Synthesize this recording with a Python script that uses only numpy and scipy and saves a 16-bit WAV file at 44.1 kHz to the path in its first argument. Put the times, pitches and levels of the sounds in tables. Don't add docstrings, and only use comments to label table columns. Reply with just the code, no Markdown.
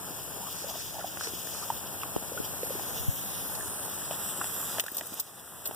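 import sys
import numpy as np
from scipy import signal
from scipy.fft import rfft, irfft, next_fast_len
from scipy.io import wavfile
from scipy.ndimage import uniform_filter1d, map_coordinates

SR = 44100
rng = np.random.default_rng(int(sys.argv[2]) if len(sys.argv) > 2 else 0)


def wrap_up_sound(samples):
    columns = np.atleast_2d(samples).T
    tamed = np.clip(columns, -1, 1)
    steps = np.round(tamed * 32767).astype(np.int16)
    wavfile.write(sys.argv[1], SR, steps)


N = 253575
TIME = np.arange(N) / SR


def from_db(db):
    return 10 ** (np.asarray(db) / 20)


def rms_one(x):
    return x / np.sqrt(np.mean(x ** 2) + 1e-20)


def in_time(rows):
    times, *columns = np.transpose(rows)
    return [np.interp(TIME, times, column) for column in columns]


def add(out, s, sound):
    start = max(round(s * SR), 0)
    out[..., start:start + sound.shape[-1]] += sound[..., :max(N - start, 0)]


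def colour(x, spectrum):
    hz, db = np.transpose(spectrum)
    size = next_fast_len(x.shape[-1])
    bins = np.maximum(np.fft.rfftfreq(size, 1 / SR), 1)
    below = np.minimum(bins / hz[0], 1) ** 2
    gain = below * from_db(np.interp(np.log(bins), np.log(hz), db))
    shaped = irfft(rfft(x, size) * gain, size)
    return rms_one(shaped[..., :x.shape[-1]])


def drift(rate):
    knots = rng.standard_normal(2000)
    return rms_one(np.interp(TIME * rate, np.arange(len(knots)), knots))


def swell_at(s, half_s):
    return np.exp(-((TIME - s) / half_s) ** 2 / 2)


def approach(far, near):
    middle_s, ease_s = 3.35, 0.32
    return far + (near - far) * (1 + np.tanh((TIME - middle_s) / ease_s / 2)) / 2


def resonate(x, hz, width_hz):
    r = np.exp(-np.pi * width_hz / SR)
    return signal.lfilter([1, 0, -1], [1, -2 * r * np.cos(2 * np.pi * hz / SR), r * r], x)


def delayed(x, ms):
    return map_coordinates(x, [np.arange(N) - ms * SR / 1000], order=3, mode="wrap")


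def panned(x, pan_db):
    return x * from_db(np.reshape([pan_db / 2, -pan_db / 2], (2, -1)))


def left_right(mid, side):
    return np.array([mid + side, mid - side])


def drops(per_s, spread_db, smooth_db):
    sizes = from_db(spread_db * np.minimum(rng.exponential(1, N), 4)) * rng.choice([-1, 1], N)
    near = rms_one(sizes * (rng.random(N) < per_s / SR))
    return rms_one(near + from_db(smooth_db) * rng.standard_normal(N))


def plop(hz, t60, rise):
    t = TIME[:SR // 10]
    age = t * np.log(1000) / max(t60, .002)
    pitch = hz * (1 + rise * np.minimum(t / t60, 1))
    envelope = age * np.exp(1 - age)
    return envelope * np.sin(2 * np.pi * np.cumsum(pitch) / SR)


# [f/Hz, level/dB per Hz]
RUMBLE_SUM_SPECTRUM = [(25, -38), (38, -21), (55, -8), (85, -2.5), (160, -4), (185, 1), (220, -7),
                       (400, -10.5), (1000, -26)]
RUMBLE_DIFFERENCE_SPECTRUM = [(25, -17), (38, -10), (55, 14), (90, 0), (130, 10.5), (200, -4), (400, -3),
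                              (900, -2.5)]


def rumble(mid_db=-1.0, side_db=11.5):
    level_db = -52.5 + 5 * swell_at(2.95, half_s=0.38)
    mid, side = rng.standard_normal((2, N))
    mid = from_db(mid_db) * colour(mid, RUMBLE_SUM_SPECTRUM)
    side = from_db(side_db) * colour(side, RUMBLE_DIFFERENCE_SPECTRUM)
    return from_db(level_db) * left_right(mid, side)


# [f/Hz, level/dB per Hz]
PATTER_SPECTRUM = [(100, -1.5), (250, -3), (450, -1), (800, 0.5), (1200, -3.5), (1700, -6.5), (2400, -22.5),
                   (4000, -48), (9000, -16.5)]


def patter(level_db, mid_db=2.0, side_db=-5.5, flutter_db=1.23):
    mid, side = (colour(drops(per_s=600, spread_db=4.0, smooth_db=2.5), PATTER_SPECTRUM) for _ in range(2))
    level = from_db(level_db + flutter_db * drift(25.024))
    return level * left_right(from_db(mid_db) * mid, from_db(side_db) * side)


# [f/Hz, level/dB per Hz]
MIST_SPECTRUM = [(1200, -23), (2300, -6), (3200, 5.5), (4300, 10.5), (5400, 6.5), (7500, -5), (11000, -19),
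                 (13300, 0), (15500, 0)]


def mist(level_db, mid_db=5.5, side_db=-4.5, flutter_db=2.5):
    mid, side = (colour(drops(per_s=3000, spread_db=2.0, smooth_db=4.5), MIST_SPECTRUM) for _ in range(2))
    level = from_db(level_db + flutter_db * drift(40))
    return level * left_right(from_db(mid_db) * mid, from_db(side_db) * side)


# [t/s, level/dB]
NOZZLE_LEVEL = [(0.0, -43.5), (0.52, -41.5), (1.03, -45.5), (1.47, -40.5), (1.9, -42.5), (3.31, -39.5),
                (4.11, -37), (4.59, -36.5), (4.7, -37)]
# [f/Hz, level/dB per Hz]
NOZZLE_SPECTRUM = [(3000, 0), (6000, 1.5), (7600, 5), (9000, 2), (11500, 1.5), (15500, -2.5)]
# [t at height/s, half length/s, f at height/Hz, slide/(Hz/s), width/Hz, level/dB, left-right/dB]
BRIGHT_BANDS = [(0.502, .6, 13400, 103, 1100, -18, -5), (1.5, 2.1, 9740, -79, 900, -19.5, 17),
                (2.1, 0.34, 13200, -1200, 900, -13, -10), (2.503, 0.46, 11750, -250, 800, -7, -2),
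                (3.151, 0.47, 13950, -400, 1400, -7, 0), (3.344, 0.38, 11270, -900, 750, -6.5, 4),
                (3.7, 0.32, 9440, -600, 1100, -9.5, -6), (4.25, 0.39, 7940, -400, 850, -5.5, 10),
                (4.399, .35, 11040, 49.5, 700, -11.5, -9), (4.6, 0.42, 12850, 300.5, 1000, -9.5, -11),
                (5.199, 0.55, 8200, 50.5, 850, -15.5, 16)]


def nozzle(scatter_db=-2.5, flutter_db=.5, patchy_db=3.0, wander_hz=120):
    level_db, = in_time(NOZZLE_LEVEL)
    lead_ms = approach(far=0.407, near=0)
    tearing = drops(per_s=10000, spread_db=6.5, smooth_db=-3.5)
    ports = np.array([tearing, delayed(tearing, lead_ms)])
    ports = ports + from_db(scatter_db) * rng.standard_normal((2, N))
    hiss = panned(colour(ports, NOZZLE_SPECTRUM), approach(far=10, near=1))
    for s, half_s, hz, slide, width_hz, db, pan_db in BRIGHT_BANDS:
        narrow = signal.butter(2, width_hz / 2, fs=SR, output="sos")
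        centre_hz = hz + slide * (TIME - s) + wander_hz * drift(6.5)
        phase = 2 * np.pi * np.cumsum(centre_hz) / SR
        a, b = signal.sosfilt(narrow, rng.standard_normal((2, 2, N)))
        band = rms_one(a * np.cos(phase) + b * np.sin(phase))
        band_level = from_db(db + patchy_db * drift(11)) * swell_at(s, half_s)
        hiss = hiss + panned(band_level * band, pan_db)
    return hiss * from_db(level_db + flutter_db * drift(40))


def close_patter(far_db=-66, near_db=-48.5, hz=1230, width_hz=700, side_db=-6, pan_db=3.0):
    ticks = (resonate(drops(per_s=770, spread_db=6.5, smooth_db=-1.5), hz, width_hz) for _ in range(2))
    mid, side = (rms_one(resonate(x, hz, width_hz)) for x in ticks)
    return from_db(approach(far_db, near_db)) * panned(left_right(mid, from_db(side_db) * side), pan_db)


# [t/s, peak level/dB, f/Hz]
PAW_FALLS = [(0.106, -36.5, 302), (3.658, -36, 380), (4.389, -32.5, 350), (4.918, -31, 306),
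             (5.019, -31, 298), (5.121, -29, 254)]


def steps(ring_cycles=3.5):
    out = np.zeros((2, N))
    for s, db, hz in PAW_FALLS:
        add(out, s, from_db(db) * plop(hz, ring_cycles / hz, rise=0))
    return out


# [t/s, plop level/dB, plop f/Hz, ring/cycles, snap level/dB, snap centre f/Hz]
TONGUE_AND_JAW = [(.371, -38, 600, 9.9, -51, 1500), (.427, -40, 920, 27, -45, 1500),
                  (.469, -36, 1100, 18, -33, 1500), (.483, -38, 1090, 18, -42, 1500),
                  (.642, -30.5, 530, 6.7, -44, 1500), (.671, -46, 830, 12, -44, 1500),
                  (.754, -32.5, 654, 10.5, -38, 1500), (.993, -34, 760, 12, -25.5, 1500),
                  (1.043, -24.5, 710, 9.5, -39, 1500), (1.071, -48, 1500, 4, -27, 3300),
                  (1.172, -25, 800, 2, -21.5, 1500), (1.21, -21, 1410, 3.8, -21.5, 1500),
                  (1.271, -33.5, 427, 7.6, -22, 1500), (1.335, -33, 320, 3.4, -38, 1500),
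                  (1.472, -37, 1820, 14, -35, 1700), (1.548, -37, 1210, 16, -32, 1500),
                  (1.7015, -17.5, 883, 11, -27, 1500), (2.017, -36, 2760, 26, -33, 2800),
                  (2.033, -27.5, 1130, 10.4, -21, 1600), (2.039, -34, 990, 10, -28, 1700),
                  (2.163, -17.5, 626, 1.45, -26, 2900), (2.375, -29.5, 1420, 31, -24, 1800),
                  (2.631, -25, 485, 7.4, -26.5, 1500), (2.705, -27.5, 513, 8.6, -48, 1500),
                  (2.752, -31, 377, 6.5, -44, 1500), (2.795, -29.5, 840, 6.9, -26, 1500),
                  (3.607, -31, 1690, 13, -40, 1700), (4.11, -23, 624, 4.1, -22, 2900),
                  (4.4134, -17.5, 1330, 4, -30, 1700), (4.4161, -22.5, 1170, 4.8, -21, 1500),
                  (4.4423, -29, 880, 5.4, -20, 2300), (4.783, -29, 630, 13, -19, 1400),
                  (4.838, -27.5, 534, 4.6, -19.5, 1400), (4.863, -24, 1410, 13, -24, 2200),
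                  (4.882, -19.5, 1700, 13.5, -17.5, 1830), (5.01, -29.5, 660, 13, -13, 1680),
                  (5.192, -27, 930, 3.7, -32, 3000), (5.7108, -19.5, 750, 3.3, -21, 1100),
                  (5.715, -31, 474, 2.1, -30, 1110)]


def laps(rise=0.087, snap_width_hz=1500, wet_db=-7.5, wet_decay_s=.0035, pan_db=-2.0):
    out, t = np.zeros((2, N)), TIME[:SR // 10]
    for s, db, hz, cycles, snap_db, snap_hz in TONGUE_AND_JAW:
        crack = resonate(signal.unit_impulse(len(t)), snap_hz, snap_width_hz)
        wet = rms_one(resonate(rng.standard_normal((2, len(t))), snap_hz, snap_width_hz))
        wet = wet * np.exp(-t / wet_decay_s)
        snap = crack / np.max(np.abs(crack)) + from_db(wet_db) * wet
        cavity = plop(hz, cycles / hz, rise)
        add(out, s, from_db(db) * cavity + from_db(snap_db) * snap)
    return panned(out, pan_db)


# [t/s, length/s, middle f/Hz, climb/(octaves/s), level/dB]
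BUBBLE_RUNS = [(0.373, 0.12, 860, 9, -48.5), (0.668, 0.045, 740, -2, -44), (0.687, 0.068, 1060, 2, -51.5),
               (0.941, 0.07, 716, 2, -43.5), (0.999, 0.039, 1420, -1, -47), (1.625, 0.023, 1060, -8, -42.5),
               (2.319, 0.036, 540, 11, -41.5), (2.364, 0.042, 483, -7, -45)]


def slurps(per_s=260, scatter=0.14, t60=0.011, pan_db=4.0):
    out = np.zeros(N)
    for s, length, middle_hz, climb, db in BUBBLE_RUNS:
        run, chance = np.zeros(N // 8), rng.standard_normal((200, 3))
        count = int(np.clip(per_s * length, 2, len(chance)))
        for k, (early, detune, size) in enumerate(chance[:count]):
            age = length * (k + early / 2) / count
            hz = middle_hz * 2 ** (climb * (age - length / 2)) * np.exp(scatter * detune)
            add(run, age, np.exp(size / 2) * plop(hz, t60, rise=0.046))
        run_rms = np.sqrt(np.sum(run ** 2) / (length * SR))
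        add(out, s, from_db(db) * run / run_rms)
    return panned(out, pan_db)


# [start t/s, length/s, level/dB]
MUZZLE_SPLASHES = [(0.548, 0.093, -38.5), (0.784, 0.034, -36), (1.192, 0.1, -33.5), (1.23, 0.016, -34),
                   (1.524, 0.12, -37), (3.548, 0.006, -31)]
# [f/Hz, level/dB per Hz]
SPLATTER_SPECTRUM = [(1500, -0.5), (3000, -3.5), (4700, 10.5), (5500, 9), (6500, 0), (8000, 0), (10000, -8),
                     (15500, -22)]


def splashes(attack_s=0.0056, release_s=0.0076):
    level = np.zeros(N)
    for s, length, db in MUZZLE_SPLASHES:
        attack = np.clip((TIME - s) / attack_s, 0, 1)
        release = np.exp(-np.maximum(TIME - s - length, 0) / release_s)
        level += from_db(db) * attack * release
    spray = np.array([drops(per_s=750, spread_db=-0.5, smooth_db=-0.5) for _ in range(2)])
    return level * colour(spray, SPLATTER_SPECTRUM)


# [t/s, peak level of
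# the difference/dB, f/Hz, ring/cycles]
LOW_THUDS = [(2.1646, -14.5, 350, 2.1), (2.4013, -19, 320, 2), (2.993, -31, 80, 3.8),
             (3.081, -15.5, 112, 3.5), (5.692, -21, 320, 2.3)]


def bumps(common=0.15):
    side = np.zeros(N)
    for s, db, hz, cycles in LOW_THUDS:
        add(side, s, from_db(db) * plop(hz, cycles / hz, rise=0))
    return left_right(common * side, side)


def struck(modes, t):
    ring = 0
    for hz, db, t60 in modes:
        strength, detune, turn = rng.standard_normal((3, 2, 1))
        tone = np.sin(2 * np.pi * (hz * (1 + .004 * detune) * t + turn))
        ring = ring + from_db(db + 2 * strength - 60 * t / t60) * tone
    return ring / np.sqrt(np.mean(ring[:, :SR // 200] ** 2))


# [t/s, ring level/dB, hook level/dB, rattle level/dB, rattle tilt/(dB/octave), hook slide/s]
CLIP_BLOWS = [(4.797, -42, -34, -26, -3, .006), (4.803, -22, -18, -16, -2, 0.0031),
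              (4.838, -44, -38, -22, 2, .0037), (4.863, -44, -44, -19.5, -5, 0.0035),
              (4.887, -32, -44, -36, .5, .003), (4.915, -44, -25, -29, -1, 0.0054),
              (4.945, -30, -27, -26, 2.5, .005), (4.956, -38, -32, -29, 3, .0041),
              (4.967, -18.5, -19.5, -23, -3, .0059), (4.979, -41, -38, -18, -2.5, 0.01),
              (4.9935, -38, -38, -17, -3, .0024), (5.057, -40, -44, -21, 1, 0.0017),
              (5.067, -24, -33, -31, -6, .0051), (5.129, -37.5, -33, -30, -6, .0055),
              (5.139, -28, -35, -27, -6, .002), (5.197, -33, -29, -11.5, -1, 0.0075),
              (5.2065, -30, -16, -13, 3, .002), (5.654, -40, -26, -17.5, -4.5, 0.011),
              (5.672, -17, -29, -23, 0, .005), (5.733, -34, -42, -32, .5, 0.002),
              (5.745, -38, -40, -26, -3, 0.0045)]
# [f/Hz, level/dB, t60/s]
METAL_RING_MODES = [(6250, -11, .03), (8400, -11, .035), (10480, -1, .025), (11900, -1, .045),
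                    (12080, -3, .04)]
SNAP_HOOK_MODES = [(14650, -3, .04), (14950, 0, .05)]
# [f/Hz, level/dB per Hz]
GRATING_SPECTRUM = [(600, -0.5), (1800, -8), (2700, 2.5), (4500, 14.5), (6200, 10), (8400, 6), (10500, 10),
                    (13000, 11), (14700, 21.5), (16000, 10.5)]


def leash_clip(swell_s=0.0028, tail_s=0.0048):
    out, t = np.zeros((2, N)), TIME[:SR // 8]
    for s, ring_db, hook_db, rattle_db, tilt_db, length in CLIP_BLOWS:
        ring = from_db(ring_db) * struck(METAL_RING_MODES, t)
        hook = from_db(hook_db) * struck(SNAP_HOOK_MODES, t)
        contacts = rng.standard_normal((2, len(t))) * from_db(0.76 * rng.standard_normal(len(t)))
        spectrum = [(hz, db + tilt_db * np.log2(hz)) for hz, db in GRATING_SPECTRUM]
        decay = np.exp(-np.maximum(t - length - swell_s, 0) / tail_s - t / length / 2)
        rattle = from_db(rattle_db) * colour(contacts, spectrum) * decay
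        swell = 1 - np.exp(-(t / swell_s) ** 2)
        add(out, s - swell_s / 2, swell * (ring + hook + rattle))
    return out


def buckle(s=4.797, level_db=-11.5, hz=3070, width_hz=1800, decay_s=0.0049):
    out, t = np.zeros((2, N)), TIME[:SR // 10]
    body = rms_one(resonate(rng.standard_normal((2, len(t))), hz, width_hz))
    add(out, s, from_db(level_db) * body * np.exp(-t / decay_s))
    return out


# [f/Hz, width/Hz, lift/dB]
PORT_RESONANCES = [(8040, 1700, 8.5), (11700, 2400, 3)]


def close_by(x):
    lifted = []
    for port, (hz, width_hz, db) in zip(x, PORT_RESONANCES):
        band = signal.lfilter(*signal.iirpeak(hz, hz / width_hz, fs=SR), port)
        lifted.append(port + (from_db(db) - 1) * band)
    return np.array(lifted)


# [t/s, patter level/dB, mist level/dB]
LAWN_LEVELS = [(0.0, -46.5, -48.5), (0.85, -49, -46), (1.36, -47.5, -43.5), (1.99, -45, -48),
               (2.6, -47, -49), (3.0, -45.5, -41.5), (3.45, -46.5, -46), (3.65, -45, -48.5),
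               (4.15, -45, -46), (4.57, -46, -46), (4.7, -44, -46), (5.4, -43.5, -46.5)]


def scene():
    patter_db, mist_db = in_time(LAWN_LEVELS)
    water = panned(patter(patter_db), pan_db=2.2) + mist(mist_db) + nozzle() + close_patter()
    dog = steps() + laps() + slurps() + splashes()
    leash = close_by(leash_clip() + buckle())
    return rumble() + water + dog + bumps() + leash


def notched(x, notches, shift, breadth, size=256):
    sections = []
    for hz, width_hz, depth_db in notches:
        middle = -2 * np.cos(2 * np.pi * hz * shift[::size] / SR)
        left = from_db(np.broadcast_to(depth_db, N)[::size])
        half = np.tan(np.pi * width_hz * breadth[::size] / SR)
        section = np.array([1 + half * left, middle, 1 - half * left, 1 + half, middle, 1 - half])
        sections += [section / (1 + half)] * 2
    out, state = np.zeros(N), np.zeros((len(sections), 2))
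    for start, sos in zip(range(0, N, size), np.moveaxis(sections, -1, 0)):
        block = slice(start, start + size)
        out[block], state = signal.sosfilt(sos.copy(), x[block], zi=state)
    return out


def gain_control(x, limit_db=-28.0, sense_hz=3000, release_db_per_s=11, attack_s=.004):
    treble = signal.sosfilt(signal.butter(2, sense_hz, "high", fs=SR, output="sos"), x)
    power = np.abs(uniform_filter1d(np.mean(treble ** 2, axis=0), size=220))
    level_db = 10 * np.log10(power + 1e-12)
    recovery = release_db_per_s * TIME
    cut_db = np.maximum.accumulate(np.maximum(level_db - limit_db, 0) + recovery) - recovery
    r = np.exp(-1 / (attack_s * SR))
    return x * from_db(-signal.lfilter([1 - r], [1, -r], cut_db))


# [f/Hz, width/Hz, depth per pass/dB]
SUM_NOTCHES = [(2088, 185, -18), (2194, 298, -15), (4116, 930, -36), (4363, 646, -36)]
DIFFERENCE_NOTCHES = [(1054, 550, -9), (3080, 650, -22), (3330, 480, -18), (5070, 750, -16),
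                      (5230, 490, -16), (7460, 730, -3.5)]
# [t/s, factor on f, factor on width, depth per pass of the sum's top notch/dB]
NOTCH_COURSE = [(0.4, 0.99, 1.24, -10), (0.7, 1, 0.94, -1), (1.2, 1.004, 1.26, -3.5), (1.7, 1, 1.18, -3),
                (1.85, 1.002, 1.25, -22), (2.72, 1, 1.12, -7), (2.88, 1.016, 1.27, -2),
                (3.15, 1.05, 1.6, -2), (3.3, 1.037, 0.86, -9), (3.52, 1.01, 1.2, -5.5),
                (3.67, 1.003, 1.24, -1.5), (3.82, 1.016, 1.04, -28), (4.3, 1.03, 1.18, -17),
                (4.7, 1.025, 0.93, -6), (5.2, 1.028, 0.76, -1), (5.5, 1.034, 1.2, -20)]


def record(dry, low_cut_hz=48, top_cut_hz=15530):
    left, right = signal.sosfilt(signal.butter(4, low_cut_hz, "high", fs=SR, output="sos"), dry)
    shift, breadth, top_db = in_time(NOTCH_COURSE)
    top_notch = (6360, 955, top_db)
    mid = notched((left + right) / 2, [*SUM_NOTCHES, top_notch], shift, breadth)
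    side = notched((left - right) / 2, DIFFERENCE_NOTCHES, shift, breadth)
    heard = gain_control(left_right(mid, side))
    return signal.sosfilt(signal.ellip(12, .2, 75, top_cut_hz, fs=SR, output="sos"), heard)


dry = scene()
out = record(dry)
wrap_up_sound(out)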